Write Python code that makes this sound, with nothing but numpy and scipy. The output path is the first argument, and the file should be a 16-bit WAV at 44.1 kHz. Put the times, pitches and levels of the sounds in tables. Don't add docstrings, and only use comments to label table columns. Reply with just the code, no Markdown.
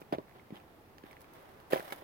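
import sys
import numpy as np
from scipy import signal
from scipy.fft import rfft, irfft
from scipy.io import wavfile
from scipy.ndimage import uniform_filter1d

SR = 44100
rng = np.random.default_rng(int(sys.argv[2]) if len(sys.argv) > 2 else 0)


def generate_wav(sig):
    pcm = np.round(np.clip(np.atleast_2d(sig).T, -1, 1) * 32767).astype(np.int16)
    wavfile.write(sys.argv[1], SR, pcm)


N = 89655
T = np.arange(N) / SR

# (time [s], body level [dB], pitch [Hz], swell [cycles], snap level [dB])
CRUST_THUMPS = [(0.0159, -36, 372, 0.51, -46.5), (0.1243, -19, 722, 0.68, -36),
                (0.1263, -15.5, 347, 0.45, -54), (0.1345, -24, 680, 1.8, -48),
                (0.1391, -29, 560, 0.86, -53), (0.148, -21, 372, 0.22, -42.5),
                (0.153, -38, 65.3, 0.99, -68), (0.1835, -22, 394, 0.51, -43.5),
                (0.5049, -33.5, 306, 0.39, -53.5), (0.5222, -29.5, 206, 0.51, -63),
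                (0.5301, -45, 325, 1.3, -73), (1.0379, -36, 330, 0.55, -50.5),
                (1.7222, -27.5, 475, 1.4, -32.5), (1.7318, -10, 459, 0.74, -22.5),
                (1.7503, -31, 520, .6, -54), (1.7583, -19, 564, 0.81, -33.5),
                (1.7955, -28.5, 480, 0.53, -36.5), (1.8245, -41.5, 550, 1.1, -49),
                (1.9227, -27.5, 560, 0.56, -30.5), (2.021, -35.5, 523, 0.43, -53)]
# (time [s], rise [s], decay [s], packing level [dB], crunch level [dB], hiss level [dB])
SNOW_CRUNCHES = [(0.001, 0.007, 0.012, -63, -64, -58), (0.125, 0.0081, 0.0097, -32.5, -36, -54),
                 (0.185, .003, 0.0067, -35.5, -72, -73), (0.339, 0.02, .030, -54, -55, -85),
                 (0.528, 0.016, 0.069, -54.5, -54.5, -69), (1.035, 0.03, 0.15, -59, -57, -71),
                 (1.187, 0.04, 0.0032, -54.5, -60, -61), (1.324, 0.018, 0.2, -57.5, -57.5, -65),
                 (1.7024, 0.0023, 0.09, -45, -43.5, -48.5), (1.721, 0.009, 0.032, -34.5, -30, -40),
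                 (1.756, 0.0046, 0.018, -38, -41, -56), (1.800, 0.054, 0.33, -55, -50.5, -58),
                 (1.898, 0.0038, 0.025, -67, -45.5, -50), (1.922, 0.0039, 0.0065, -41, -34.5, -40.5)]
# (time [s], ring level before decay [dB], pitch [Hz], ring decay [cycles], grit level [dB])
ICE_TICKS = [(0.022, -42.5, 2450, 1.5, -60), (0.1272, -42, 4750, 5.4, -41), (0.1550, -41, 2370, 1.8, -45),
             (0.2825, -46, 1880, 1.4, -67), (0.2950, -43.5, 2100, 0.86, -58), (0.3114, -45, 1870, 1.5, -59),
             (0.324, -48.5, 2000, 1.3, -67), (0.3965, -47, 2120, 4.3, -62), (0.557, -46, 3240, 3.7, -50),
             (0.5669, -45, 3100, 5.8, -57), (0.574, -50.5, 2970, 2.8, -53), (0.6006, -48, 2530, 2.2, -59),
             (0.983, -36, 1970, 0.5, -42), (1.0360, -48, 1660, 3.8, -49), (1.1110, -42, 2250, 3.6, -47),
             (1.1300, -42.5, 1950, 2.1, -47), (1.168, -37.5, 1950, 1.4, -68),
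             (1.2439, -48.5, 2270, 1.3, -51.5), (1.6010, -49, 1580, 2, -48.5), (1.734, -21, 1760, 4.3, -31),
             (1.7766, -26.5, 2520, 1.3, -41), (1.8044, -30.5, 1570, 2.4, -49),
             (1.8630, -47, 3720, 2.6, -44.5), (1.905, -43, 2170, 9.1, -44),
             (1.923, -35.5, 2200, 7.4, -33.5)]
# (time [s], level [dB])
ICE_CRACKLES = [(0.127, -50), (1.114, -53), (1.207, -53), (1.216, -45.5), (1.336, -49), (1.602, -51),
                (1.704, -58), (1.759, -48), (1.7962, -44), (1.826, -46), (1.881, -65), (1.904, -48),
                (1.917, -60), (1.961, -45.5)]
# (time [s], rise [s], decay [s], level [dB])
LEG_SWISHES = [(1.03, 0.37, 0.84, -59.5), (1.95, 0.12, .05, -63)]

# (frequency [Hz], relative level [dB])
SNAP_COLOUR = [(300, -22), (900, 8), (1400, 3.5), (2000, -1), (3100, 1), (4000, -7.5), (5000, -11),
               (6300, -21), (15000, -23.5)]
# (frequency [Hz], relative level [dB])
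PACKING_COLOUR = [(40, -81.5), (130, -5.5), (230, -18.5), (350, 0.5), (450, -1.5), (580, -1.5),
                  (770, -19.5), (900, 5.5), (1500, -27), (4000, -68)]
# (frequency [Hz], relative level [dB])
CRUNCH_COLOUR = [(300, -6), (800, 14), (1200, 3.5), (1500, 0.5), (2000, 4), (2600, -6), (3400, -2.5),
                 (4700, -16), (6200, -27.5), (9000, -34), (16000, -76)]
# (frequency [Hz], relative level [dB])
HISS_COLOUR = [(1500, -49), (4000, -2), (5200, 1.5), (7300, -4.5), (9000, 0), (11500, 5), (15500, 4)]
# (frequency [Hz], relative level [dB])
SWISH_COLOUR = [(150, -20), (270, -24), (400, 0.5), (700, -1), (1200, -1.5), (2000, -9.5), (4000, -21.5),
                (12000, -38)]
# (frequency [Hz], relative level [dB])
AIR_COLOUR = [(25, 1), (50, -3), (90, 0.5), (140, -1.5), (200, -2.5), (300, -1.5), (420, -2.5), (600, -7.5),
              (790, -5), (950, -9), (1400, -15), (2200, -19.5), (3200, -25), (5000, -29.5), (7500, -35.5),
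              (10500, -32), (13000, -29), (15500, -29.5)]

THUMP_LOW_HZ = 162
SNAP_RISE_S, SNAP_DECAY_S = 0.00053, 0.0018
PACKING_PER_S, CRUNCH_PER_S, HISS_PER_S = 980, 2800, 5000
GRAIN_SPREAD_DB = 1.5
FITS_PER_S, FITS_SPREAD_DB = 170, 3.5
CRACKLE_RISE_S, CRACKLE_DECAY_S = 0.00057, 0.0023
GRIT_DECAY_S = 0.00042
STRAY_PER_S, STRAY_DB = 55, -72
PORT_LAG_S, LEFT_DB, HISS_LEFT_DB = 0.00043, -2, -3
SCATTER_DB, SCATTER_DECAY_S = -10, 0.012
DIP_HZ, DIP_Q = 900, 5.1
AIR_GAIN_DB, AIR_ALIKE_HZ, AIR_PAN_DB = -59, 815, -1.5
BASS_CUT_HZ, TOP_HZ = 45, 16100


def undb(db):
    return 10 ** (np.asarray(db) / 20)


def unit(x):
    return x / np.sqrt(np.mean(x ** 2))


def colour(x, points):
    size = 4096
    hz, db = np.array(points, float).T
    bins_hz = np.maximum(np.fft.rfftfreq(size, 1 / SR), 1)
    curve_db = np.interp(np.log(bins_hz), np.log(np.maximum(hz, 1)), db)
    cepstrum = irfft(np.log(undb(curve_db)))
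    cepstrum[1:size // 2] *= 2
    cepstrum[size // 2 + 1:] = 0
    response = irfft(np.exp(rfft(cepstrum)))
    return signal.fftconvolve(x, response / np.linalg.norm(response))[:N]


def swell(start, rise, decay):
    age = T - start
    return np.clip(age / rise, 0, 1) * np.exp(-np.maximum(age - rise, 0) / decay)


def ports(x, left_db, stray=0, share=0):
    share = np.clip(share, 0, 1)
    lag = np.round(PORT_LAG_S * SR) / SR
    late = np.interp(T - lag, T, x, left=0)
    left = np.sqrt(1 - share) * late + np.sqrt(share) * stray
    return np.array([undb(left_db) * left, x])


def grains(per_s, spread_db):
    size_db = spread_db * np.clip(rng.standard_normal(N), -2, 2)
    size = undb(size_db) * rng.choice([-1, 1], N)
    return unit(size * (rng.random(N) < per_s / SR))


def granular(envelope, per_s, points, left_db, share):
    near = colour(envelope * grains(per_s, GRAIN_SPREAD_DB), points)
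    stray = colour(envelope * grains(per_s, GRAIN_SPREAD_DB), points)
    return ports(near, left_db, stray, share)


def thumps():
    body, snap = np.zeros((2, N))
    for start, db, hz, cycles, snap_db in CRUST_THUMPS:
        turn = np.maximum(T - start, 0) * hz
        age = turn / cycles
        pulse = (age * np.exp(1 - age)) ** 2
        body += undb(db) * pulse * -np.cos(2 * np.pi * turn)
        snap += undb(snap_db) * swell(start, SNAP_RISE_S, SNAP_DECAY_S)
    body = signal.sosfilt(signal.butter(2, THUMP_LOW_HZ, "high", fs=SR, output="sos"), body)
    snap_noise = colour(snap * rng.standard_normal(N), SNAP_COLOUR)
    return ports(body + snap_noise, LEFT_DB)


def fits():
    index = np.cumsum(rng.random(N) < FITS_PER_S / SR)
    strength = undb(FITS_SPREAD_DB * np.clip(rng.standard_normal(N), -1.5, 1.5))
    return unit(uniform_filter1d(strength[index], size=24))


def crunching():
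    packing, crunch, hiss = np.zeros((3, N))
    for start, rise, decay, packing_db, crunch_db, hiss_db in SNOW_CRUNCHES:
        load = swell(start, rise, decay)
        packing += (undb(packing_db) * load) ** 2
        crunch += (undb(crunch_db) * load) ** 2
        hiss += (undb(hiss_db) * load) ** 2
    for start, db in ICE_CRACKLES:
        hiss += (undb(db) * swell(start, CRACKLE_RISE_S, CRACKLE_DECAY_S)) ** 2
    uneven = fits()
    return (granular(np.sqrt(packing), PACKING_PER_S, PACKING_COLOUR, LEFT_DB, share=0.035)
            + granular(np.sqrt(crunch) * uneven, CRUNCH_PER_S, CRUNCH_COLOUR, LEFT_DB, share=1.0)
            + granular(np.sqrt(hiss) * uneven, HISS_PER_S, HISS_COLOUR, HISS_LEFT_DB, share=1.0))


def ticks():
    ring, grit = np.zeros((2, N))
    for start, db, hz, cycles, grit_db in ICE_TICKS:
        turn = np.maximum(T - start, 0) * hz
        ring += undb(db) * np.exp(-turn / cycles) * np.sin(2 * np.pi * turn)
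        grit += undb(grit_db) * swell(start, 1 / SR, GRIT_DECAY_S)
    grit_colour = [(500, -20), (2000, 4.5), (4800, -2.5), (7000, -12), (15000, -12)]
    grit_noise = colour(grit * rng.standard_normal(N), grit_colour)
    crumbs = granular(undb(STRAY_DB), STRAY_PER_S, CRUNCH_COLOUR, LEFT_DB, share=1.0)
    return ports(ring + grit_noise, LEFT_DB) + crumbs


def scatter(x):
    t = T[:SR // 4]
    envelope = np.exp(-t / SCATTER_DECAY_S) * (1 - np.exp(-t / 0.001))
    tails = rng.standard_normal((2, len(t))) * envelope
    tails /= np.linalg.norm(tails, axis=1, keepdims=True)
    return undb(SCATTER_DB) * signal.fftconvolve(x, tails, axes=1)[:, :N]


def swishes():
    rub = sum(undb(db) * swell(start, rise, decay) for start, rise, decay, db in LEG_SWISHES)
    return granular(rub, HISS_PER_S, SWISH_COLOUR, LEFT_DB, share=0.99)


def air():
    hz = np.fft.rfftfreq(N, 1 / SR)
    alike = np.clip(0.77 / (1 + (hz / AIR_ALIKE_HZ) ** 4), 0, 1)
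    mid = colour(rng.standard_normal(N), AIR_COLOUR)
    side_spectrum = rfft(rng.standard_normal(N)) * np.sqrt((1 - alike) / (1 + alike))
    side = colour(irfft(side_spectrum, N), AIR_COLOUR)
    left = (mid + side) * undb(AIR_PAN_DB / 2)
    right = (mid - side) * undb(-AIR_PAN_DB / 2)
    return undb(AIR_GAIN_DB) * np.array([left, right])


def scene():
    steps = thumps() + crunching() + ticks()
    steps = steps + scatter(steps)
    steps = signal.lfilter(*signal.iirnotch(DIP_HZ, DIP_Q, fs=SR), steps)
    return steps + swishes() + air()


def record(dry):
    dry = signal.sosfilt(signal.butter(1, BASS_CUT_HZ, "high", fs=SR, output="sos"), dry)
    return signal.sosfilt(signal.ellip(10, 0.2, 70, TOP_HZ, fs=SR, output="sos"), dry)


dry = scene()
out = record(dry)
generate_wav(out)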